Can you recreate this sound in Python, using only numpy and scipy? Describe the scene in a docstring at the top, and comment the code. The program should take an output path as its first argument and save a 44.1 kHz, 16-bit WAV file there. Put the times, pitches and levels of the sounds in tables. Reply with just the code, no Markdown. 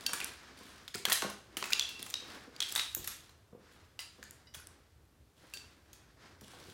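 """A rustle, then a sharp plastic smack and a ringing axle: a child is handling small toy trains on a
carpeted bedroom floor, a metre or two from a single microphone. Hollow cars clack together, busily at
first, then more sparsely, and their metal parts ring on. Loose wheels rattle, sleeves brush the rug,
knees and toys bump the floor. The small room answers each blow, over faint hiss and a low rumble."""
import sys
import numpy as np
from scipy import signal
from scipy.fft import rfft, irfft
from scipy.io import wavfile
from scipy.ndimage import uniform_filter1d

SR = 44100
rng = np.random.default_rng(int(sys.argv[2]) if len(sys.argv) > 2 else 0)


def transcribe(signal):
    """Save signal, clipped to [-1, 1], as a 16-bit WAV file at the path in sys.argv[1]."""
    frames = np.atleast_2d(signal).T
    limited = np.clip(frames, -1, 1)
    pcm = np.round(limited * 32767).astype(np.int16)
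    wavfile.write(sys.argv[1], SR, pcm)


N = 297030
T = np.arange(int(.7 * SR)) / SR  # time axis of one blow and its tail [s]

# Levels in the tables are relative; each source adds its own gain.
# spectra of the still bedroom and of the house around it: (frequency [Hz], level [dB])
ROOM_TONE_SPECTRUM = [(15, -64), (25, -38), (43, -25), (59, -7.5), (80, -5), (153, -24.5), (249, -24.5),
                      (309, -17.5), (373, -21.5), (624, -28.5), (911, -31.5), (12500, -42.5), (14800, -43),
                      (16000, -54)]
RUMBLE_SPECTRUM = [(20, -46), (40, -14), (55, -2.5), (85, -1.5), (120, -2.0), (250, -20.5), (1000, -56.5)]
# the bedroom's reverberation by band: (centre [Hz], t60 [s], level [dB])
REVERB_BANDS = [(200, 0.41, -1.5), (1240, 0.41, 3), (3000, 0.46, 2), (7000, 0.41, 3), (11000, 0.3, 3),
                (14000, 0.24, -2.5)]
# spectra of rubbed carpet, brushing sleeves and rattling wheels: (frequency [Hz], level [dB])
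CARPET_SPECTRUM = [(70, -14), (160, -7.5), (280, -3), (450, -6.5), (800, -11), (1500, -14.5), (5000, -46)]
SLEEVE_SPECTRUM = [(200, -21), (600, -9), (1000, -2), (1600, 2), (3000, -6.5), (5000, -6.5), (9000, -19),
                   (16000, -34)]
WHEEL_SPECTRUM = [(500, -30.5), (1500, -11.5), (3500, 0.5), (6000, -6.5), (10000, -7.5), (13000, -13),
                  (16000, -12)]
# the child shifts or reaches: (start [s], length [s], knee level [dB], sleeve level [dB])
CHILD_MOVES = [(-.1, .39, -56.5, -52.5), (.36, .47, -66, -57), (1.014, 0.49, -67, -71),
               (1.474, .06, -65, -61.5), (1.596, 0.65, -62, -58.5), (2.226, 0.13, -56, -51),
               (2.52, 0.28, -64, -55.5), (2.98, 0.3, -69.5, -65.5), (3.58, 0.22, -68, -63),
               (4.105, 0.31, -70.5, -67.5), (4.561, 0.21, -71.5, -68.5), (5.36, 0.35, -69.5, -63.5),
               (5.838, 0.25, -75.5, -67.5), (6.164, 0.1, -62.5, -57), (6.448, 0.59, -61, -60.5)]
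# cars are rolled or shaken: (start [s], length [s], level [dB])
CAR_ROLLS = [(-.1, .11, -47), (.14, 0.15, -54.5), (.56, 0.22, -59.5), (1.12, 0.06, -43.5),
             (1.73, 0.11, -50), (1.98, 0.34, -56.5), (2.6, 0.1, -46.5), (2.77, 0.083, -47),
             (2.98, 0.15, -55), (3.7, 0.065, -67), (4.0, 0.36, -71.5), (5.36, 0.37, -68.5),
             (6.42, 0.37, -59)]
# resonances of the floor and what lies on it: (frequency [Hz], width [Hz], level [dB])
FLOOR_MODES = [(84.5, 6.5, 0.5), (205, 10, 6.5), (259, 41, -1), (357, 36, -4), (410, 35, -2),
               (492, 27, 1.5), (712, 40, -8), (970, 40, -4), (1082, 50, 0.5)]
# toys, hands and knees land on the floor: (time [s], level [dB], dull above [Hz])
FLOOR_BUMPS = [(0.095, -22, 910), (.134, -20.5, 700), (.608, -22, 694), (0.652, -24, 490),
               (0.951, -12.5, 450), (1.076, -14, 600), (1.224, -6, 1095), (1.246, -5.5, 790),
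               (1.57, -16.5, 504), (1.626, -15.5, 1300), (1.996, -21.5, 495), (2.222, -22, 624),
               (2.475, -21.5, 457), (2.969, -18, 700), (2.99, -19, 61), (3.079, -25, 60), (3.526, -21, 350),
               (3.548, -21, 370), (4.19, -24, 250), (4.568, -23, 48.6), (6.417, -20.5, 252),
               (6.535, -24, 1090), (6.683, -23, 400)]
# modes of each ringing part, by name: (frequency [Hz], level [dB], t60 [s])
PART_MODES = { "axle": [(1600, -6, 0.2), (2710, -0.5, 0.2), (4590, 3.5, 0.21), (6670, -3.5, 0.07),
              (8940, -3.5, 0.084)], "engine": [(3850, -1, 0.11), (3850, -4, .32), (3800, 0, 0.41)],
              "wagon": [(2700, -2.5, 0.82), (3350, -10.5, .09), (3500, -4, .1), (3420, -2, .08),
              (4600, -8, 0.089)], "coupling": [(2020, 1, 0.14), (2970, -0.5, 0.21), (3870, 4.5, 0.078),
              (4760, 2, 0.23), (5000, 1, 0.23), (5580, -4.5, 0.22)], "pin": [(10620, -4, 0.2),
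              (10700, -3, .1), (11400, -4.5, 0.092), (11600, -7, .08)], "magnet": [(14260, 4, .1),
              (14770, -0.5, .1)], }
# blows that set a part ringing: (time [s], part, level [dB])
PART_STRIKES = [(0.063, "axle", -6.5), (1.125, "pin", -23), (1.7345, "wagon", -10), (1.794, "wagon", -10),
                (1.89, "wagon", -23), (2.14, "engine", -25), (2.603, "wagon", -27), (2.76, "engine", -5),
                (2.794, "engine", -3), (2.948, "magnet", -7.5), (3.074, "pin", -27),
                (3.9919, "coupling", -12.5), (4.471, "coupling", -27), (4.598, "pin", -27.5),
                (5.537, "axle", -15), (5.573, "axle", -22)]
# Ways in which toys meet: clack, shells head on; drop, a car falls; tap, mostly the shell sounds;
# smack, flat on flat; knock, a blunt corner; click, small hard parts; tick, edge on edge.
# (edge at 7 kHz [dB], top at 12 kHz [dB], shell level [dB], reverberation [dB], crack t60 [s])
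CONTACT_KINDS = { "clack": (-10, -19, -12, -8, .012), "drop": (-5, -21, -14, -8, .012),
                 "tap": (-15, -30.5, 1, -1, 0.6), "smack": (-6.5, -10, -9, -6, 0.025),
                 "knock": (-2, -10.5, -8, -1, 0.04), "click": (-0.5, -2.5, -6.5, -3, 0.0647),
                 "tick": (8.5, 2.5, -2.5, -8, -0.01), }
# toys knock together; the hollow body is relative to the level of the blow:
# (time [s], level at 3.5 kHz [dB], contact kind, body at 1.3 kHz [dB], shell resonance [Hz])
TOY_BLOWS = [(0.0639, 2.5, "smack", -32, 4560), (0.0929, -18, "knock", 11, 6600),
             (0.1329, -5.5, "click", 6.5, 9150), (0.202, -9, "knock", 5, 2710),
             (0.214, -14, "tap", 5, 2455), (0.2446, -14.5, "tick", -16, 10240),
             (.879, -11.5, "clack", -3.5, 3730), (0.8832, -21.5, "knock", -7.5, 3370),
             (0.942, -11, "smack", -7, 1760), (.948, -10, "knock", 4, 4840), (.956, -18, "tick", 0, 1410),
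             (0.9793, -23, "click", -10, 4900), (1.0527, 4.5, "smack", 0.5, 3300),
             (1.064, -16, "tap", 10, 1660), (1.084, -9, "knock", 5, 1310), (1.0983, -3, "click", 5, 1769),
             (1.116, -11, "tap", 5, 1882), (1.1204, 3, "smack", 3.5, 3350),
             (1.1267, 3.5, "click", -10, 11200), (1.2209, -7, "knock", 10, 2747),
             (1.2994, -19, "click", -1.5, 10700), (1.569, -7.5, "click", 3.5, 3000),
             (1.626, -7.5, "clack", 12.5, 996), (1.64, -9.5, "knock", 5, 2550),
             (1.655, -16.5, "click", 1, 1390), (1.704, -14, "click", 3, 1440),
             (1.7216, -11, "tap", 6.5, 2440), (1.724, -5.5, "smack", -4, 3850),
             (1.732, 9, "clack", -13.5, 2750), (1.795, 6, "drop", -15.5, 3425),
             (1.89, -17.5, "click", -13, 2830), (1.9934, -19, "knock", 2, 5150),
             (2.0277, -17, "tick", -4, 3400), (2.0634, -20, "click", 9, 7680),
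             (2.1016, -24, "tick", -3, 14100), (2.107, -25, "tick", -4, 9000),
             (2.1403, 0, "drop", -11.5, 3800), (2.563, -16.5, "clack", -24, 4740),
             (2.604, 3.5, "drop", -10.5, 3290), (2.625, -1.5, "clack", -8.5, 3960),
             (2.7238, -17.5, "tick", 2, 7700), (2.7524, -13, "tick", 3, 8000),
             (2.7597, -2.5, "click", 4, 3630), (2.7775, -7, "knock", 2.5, 3600),
             (2.795, 0, "clack", -5.5, 3640), (2.949, -9, "tick", -1.5, 6740),
             (3.044, -16, "click", 1, 11900), (3.075, -8, "click", 0, 11560),
             (3.293, -31, "knock", 4.5, 4030), (3.991, -12.5, "knock", -0.5, 2760),
             (4.003, -19.5, "click", -1.5, 9560), (4.2277, -21, "knock", 3, 1630),
             (4.239, -31.5, "tick", -3.5, 7320), (4.309, -28, "tick", -2.5, 7000),
             (4.539, -25, "knock", 2, 6000), (4.5449, -19, "click", 3, 3280),
             (4.549, -21.5, "click", 5.5, 9040), (4.599, -30.5, "tap", 4, 1480),
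             (4.671, -28, "tick", -5, 9400), (5.537, -16.5, "click", -3, 2700),
             (5.572, -15, "clack", -10.5, 3660), (5.9307, -25.5, "click", -13, 6600),
             (6.41, -28, "click", 0, 5780)]


def undb(db):
    """Decibels to gain."""
    return 10 ** (np.asarray(db) / 20)


def unit(x):
    """Scale to an energy of one."""
    return x / np.sqrt(np.sum(x ** 2))


def fade(t60):
    """Exponential decay, 60 dB down after t60 seconds (1 ms at the least)."""
    return np.exp(-np.log(1000) * T / max(t60, 1e-3))


def add(out, start_s, x):
    """Mix x into out from start_s on."""
    i = max(int(start_s * SR), 0)
    out[i:i + len(x)] += x[:N - i]


def contour(points, size):
    """Gain at each bin of a spectrum given as (frequency [Hz], level [dB]) points."""
    hz, db = np.transpose(points)
    log_hz = np.log(np.fft.rfftfreq(size, 1 / SR) + 1)
    return undb(np.interp(log_hz, np.log(hz), db))


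def colour(x, gain):
    """Causal minimum-phase filter with the given gain per bin."""
    size = len(x)
    cepstrum = irfft(np.log(gain + 1e-9), size)
    cepstrum[1:size // 2] *= 2
    cepstrum[size // 2 + 1:] = 0
    return irfft(rfft(x) * np.exp(rfft(cepstrum)), size)


def stream(x, spectrum):
    """A scene-long sound coloured by a spectrum, at rms one."""
    return unit(irfft(rfft(x) * contour(spectrum, N), N)) * np.sqrt(N)


def wander(rate_hz):
    """Smooth random drift at rms one."""
    hold = int(SR / rate_hz)
    steps = np.repeat(rng.standard_normal(N // hold + 1), hold)
    return unit(uniform_filter1d(steps, hold)[:N]) * np.sqrt(N)


def swells(events, attack_s, t60):
    """Gain of (start [s], length [s], level [dB]) events that rise, hold and die away."""
    t = np.arange(N) / SR
    gain = np.zeros(N)
    for start, length, db in events:
        rise = np.clip((t - start) / attack_s, 0, 1)
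        release = np.exp(-np.log(1000) * np.maximum(t - start - length, 0) / t60)
        gain += undb(db) * rise * release
    return gain


def room_tone(tone_db=-67, rumble_db=-69):
    """The bedroom with nobody moving: faint steady hiss and the low rumble of the house."""
    rumble = stream(rng.standard_normal(N), RUMBLE_SPECTRUM)
    tone = stream(rng.standard_normal(N), ROOM_TONE_SPECTRUM)
    return undb(tone_db) * tone + undb(rumble_db) * rumble


def room_echoes(gap_s=0.0061, build_s=0.0063, sparse_s=.035):
    """After a gap, a few reflections reach the microphone and thicken into a tail; treble dies first."""
    noise, sizes = rng.standard_normal((2, len(T)))
    unevenness = np.exp(-T / sparse_s)
    reflections = rfft(noise * np.exp(unevenness * sizes - unevenness ** 2))
    log_hz = np.log(np.fft.rfftfreq(len(T), 1 / SR) + 1)
    log_centres = np.log(np.transpose(REVERB_BANDS)[0])
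    tail = np.zeros(len(T))
    for selector, (_, t60, db) in zip(np.eye(len(REVERB_BANDS)), REVERB_BANDS):
        band = irfft(reflections * np.interp(log_hz, log_centres, selector), len(T))
        tail += band * fade(t60) * undb(db)
    build_up = 1 - np.exp(-np.maximum(T - gap_s, 0) / build_s)
    return unit(tail * build_up)


def in_room(direct, reverb_db):
    """A blow at the microphone: the direct sound plus reverberation at reverb_db relative to it."""
    tail = unit(signal.fftconvolve(direct, room_echoes())[:len(T)])
    return direct + undb(reverb_db) * np.sqrt(np.sum(direct ** 2)) * tail


def knees_and_sleeves(knee_db=-2, sleeve_db=-3.5, catch_db=2, attack_s=0.076, t60=.75):
    """Knees and sleeves drag over the rug in uneven strokes, with a faint rustle between moves."""
    start, length, drag_db, brush_db = np.transpose(CHILD_MOVES)
    drag = undb(-74) + swells(zip(start, length, drag_db), attack_s, t60)
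    brush = undb(-81.5) + swells(zip(start, length, brush_db), attack_s, t60)
    knees = stream(rng.standard_normal(N), CARPET_SPECTRUM) * undb(knee_db + catch_db * wander(60))
    sleeves = stream(rng.standard_normal(N), SLEEVE_SPECTRUM) * undb(sleeve_db + wander(90))
    return drag * knees + brush * sleeves


def wheel_rattle(level_db=-2.5, ticks_per_s=200, scatter_db=5, tick_t60=0.011, scrape=0.13, reverb_db=-1):
    """Loose wheels and couplings on moving cars: a crowd of tiny cracks over a faint scrape."""
    onsets = rng.random(N) < ticks_per_s / SR
    sizes = undb(scatter_db * np.clip(rng.standard_normal(N), -2, 2))
    envelope = signal.fftconvolve(onsets * sizes, fade(tick_t60))[:N] + scrape
    ticks = envelope * rng.standard_normal(N)
    reverb = undb(reverb_db) * signal.fftconvolve(ticks, room_echoes())[:N]
    shake = undb(-80.5) + swells(CAR_ROLLS, attack_s=0.018, t60=.55)  # stray ticks remain between rolls
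    return shake * undb(level_db) * stream(ticks + reverb, WHEEL_SPECTRUM)


def floor_bumps(level_db=-3, contact_t60=0.061, broadband=0.58, low_hz=48, high_hz=3000):
    """The carpet cushions each blow, so the floor's low resonances answer; quick blows carry less bass."""
    out = np.zeros(N)
    f = np.fft.rfftfreq(len(T), 1 / SR)
    modes = sum(undb(db) / np.hypot(1, 2 * (f - hz) / width) ** 2 for hz, width, db in FLOOR_MODES)
    passband = f ** 4 / (f ** 4 + low_hz ** 4) / (1 + (f / high_hz) ** 2)
    floor = (broadband + modes) * passband
    for start, db, dull_hz in FLOOR_BUMPS:
        push = rng.standard_normal(len(T)) * fade(contact_t60)
        bass_cut = f ** 2 / (f ** 2 + (0.19 * dull_hz) ** 2)
        cushion = bass_cut / (1 + (f / dull_hz) ** 2)
        thud = unit(colour(push, floor * cushion))
        add(out, start, undb(db + level_db) * in_room(thud, reverb_db=-4))
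    return out


def loose_mode(hz):
    """A mode of a loosely seated part: its phase wanders, blurring the pitch most in the treble."""
    width_hz = 28 * (hz / 4000) ** 2
    jitter = uniform_filter1d(rng.standard_normal(len(T)), size=24)
    phase_drift = np.cumsum(jitter) * np.sqrt(2 * np.pi * width_hz / SR)
    return np.sin(2 * np.pi * hz * T + phase_drift)


def ringing_parts(level_db=-3):
    """Axles and other stiff little parts ring on after a blow."""
    out = np.zeros(N)
    for start, part, db in PART_STRIKES:
        ring = sum(undb(mode_db) * loose_mode(hz) * fade(t60) for hz, mode_db, t60 in PART_MODES[part])
        add(out, start, undb(db + level_db) * in_room(unit(ring), reverb_db=-7))
    return out


def blows_and_rebounds(gap_s=.0148, rebounds_db=(-13.5, -18.5)):
    """Every blow, and the two lighter taps with which a dropped car rebounds."""
    for start, db, contact, body_db, shell_hz in TOY_BLOWS:
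        yield start, db, contact, body_db, shell_hz
        if contact == "drop":
            for k, rebound_db in enumerate(rebounds_db, 1):
                yield start + k * gap_s, db + rebound_db, "tap", body_db, shell_hz


def plastic_crack(body_db, edge_db, top_db, t60, snap=0.24, snap_t60=0.0061, rise_s=0.00023):
    """Hard plastic snaps into a crowd of very short modes, heard as a burst of coloured noise."""
    spectrum = [(25, body_db - 42), (100, body_db - 21), (600, body_db - 10), (1300, body_db),
                (2100, body_db / 2), (3200, 0), (4500, 0.0033),
                (7000, edge_db), (12000, top_db), (16000, top_db - 2)]
    envelope = (fade(t60) + snap * fade(snap_t60)) * (1 - np.exp(-T / rise_s))
    impact = unit(rng.standard_normal(len(T)) * envelope)
    return colour(impact, contour(spectrum, len(T)))


def hollow_shell(hz, detune=0.057, ring_cycles=60, longest_t60=.014):
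    """A car's shell sounds briefly with one mode and two weaker ones close by."""
    neighbours = sum(np.sin(2 * np.pi * hz * (1 + detune * rng.standard_normal()) * T) for _ in range(2))
    # the plastic damps the high modes, the hand and the carpet the low ones
    t60 = min(ring_cycles / hz, longest_t60)
    return unit((np.sin(2 * np.pi * hz * T) - 0.38 * neighbours) * fade(t60))


def train_clacks():
    """The cars knock together in the foreground: each blow is a crack and a slightly drier shell note."""
    out = np.zeros(N)
    for start, db, contact, body_db, shell_hz in blows_and_rebounds():
        edge_db, top_db, shell_db, reverb_db, t60 = CONTACT_KINDS[contact]
        crack = plastic_crack(body_db, edge_db, top_db, t60)
        shell = hollow_shell(shell_hz)
        clack = in_room(crack, reverb_db) + undb(shell_db) * in_room(shell, reverb_db - 3)
        add(out, start, undb(db) * clack)
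    return out


def scene():
    """The play on the floor and the room behind it, in mono at one microphone."""
    impacts = train_clacks() + ringing_parts() + floor_bumps()
    return (impacts + knees_and_sleeves() + wheel_rattle() + room_tone())[None]


def record(dry):
    """The recorder cuts the top steeply above 16 kHz."""
    return signal.sosfilt(signal.ellip(10, .2, 80, 16000, fs=SR, output="sos"), dry)


dry = scene()
out = record(dry)
transcribe(out)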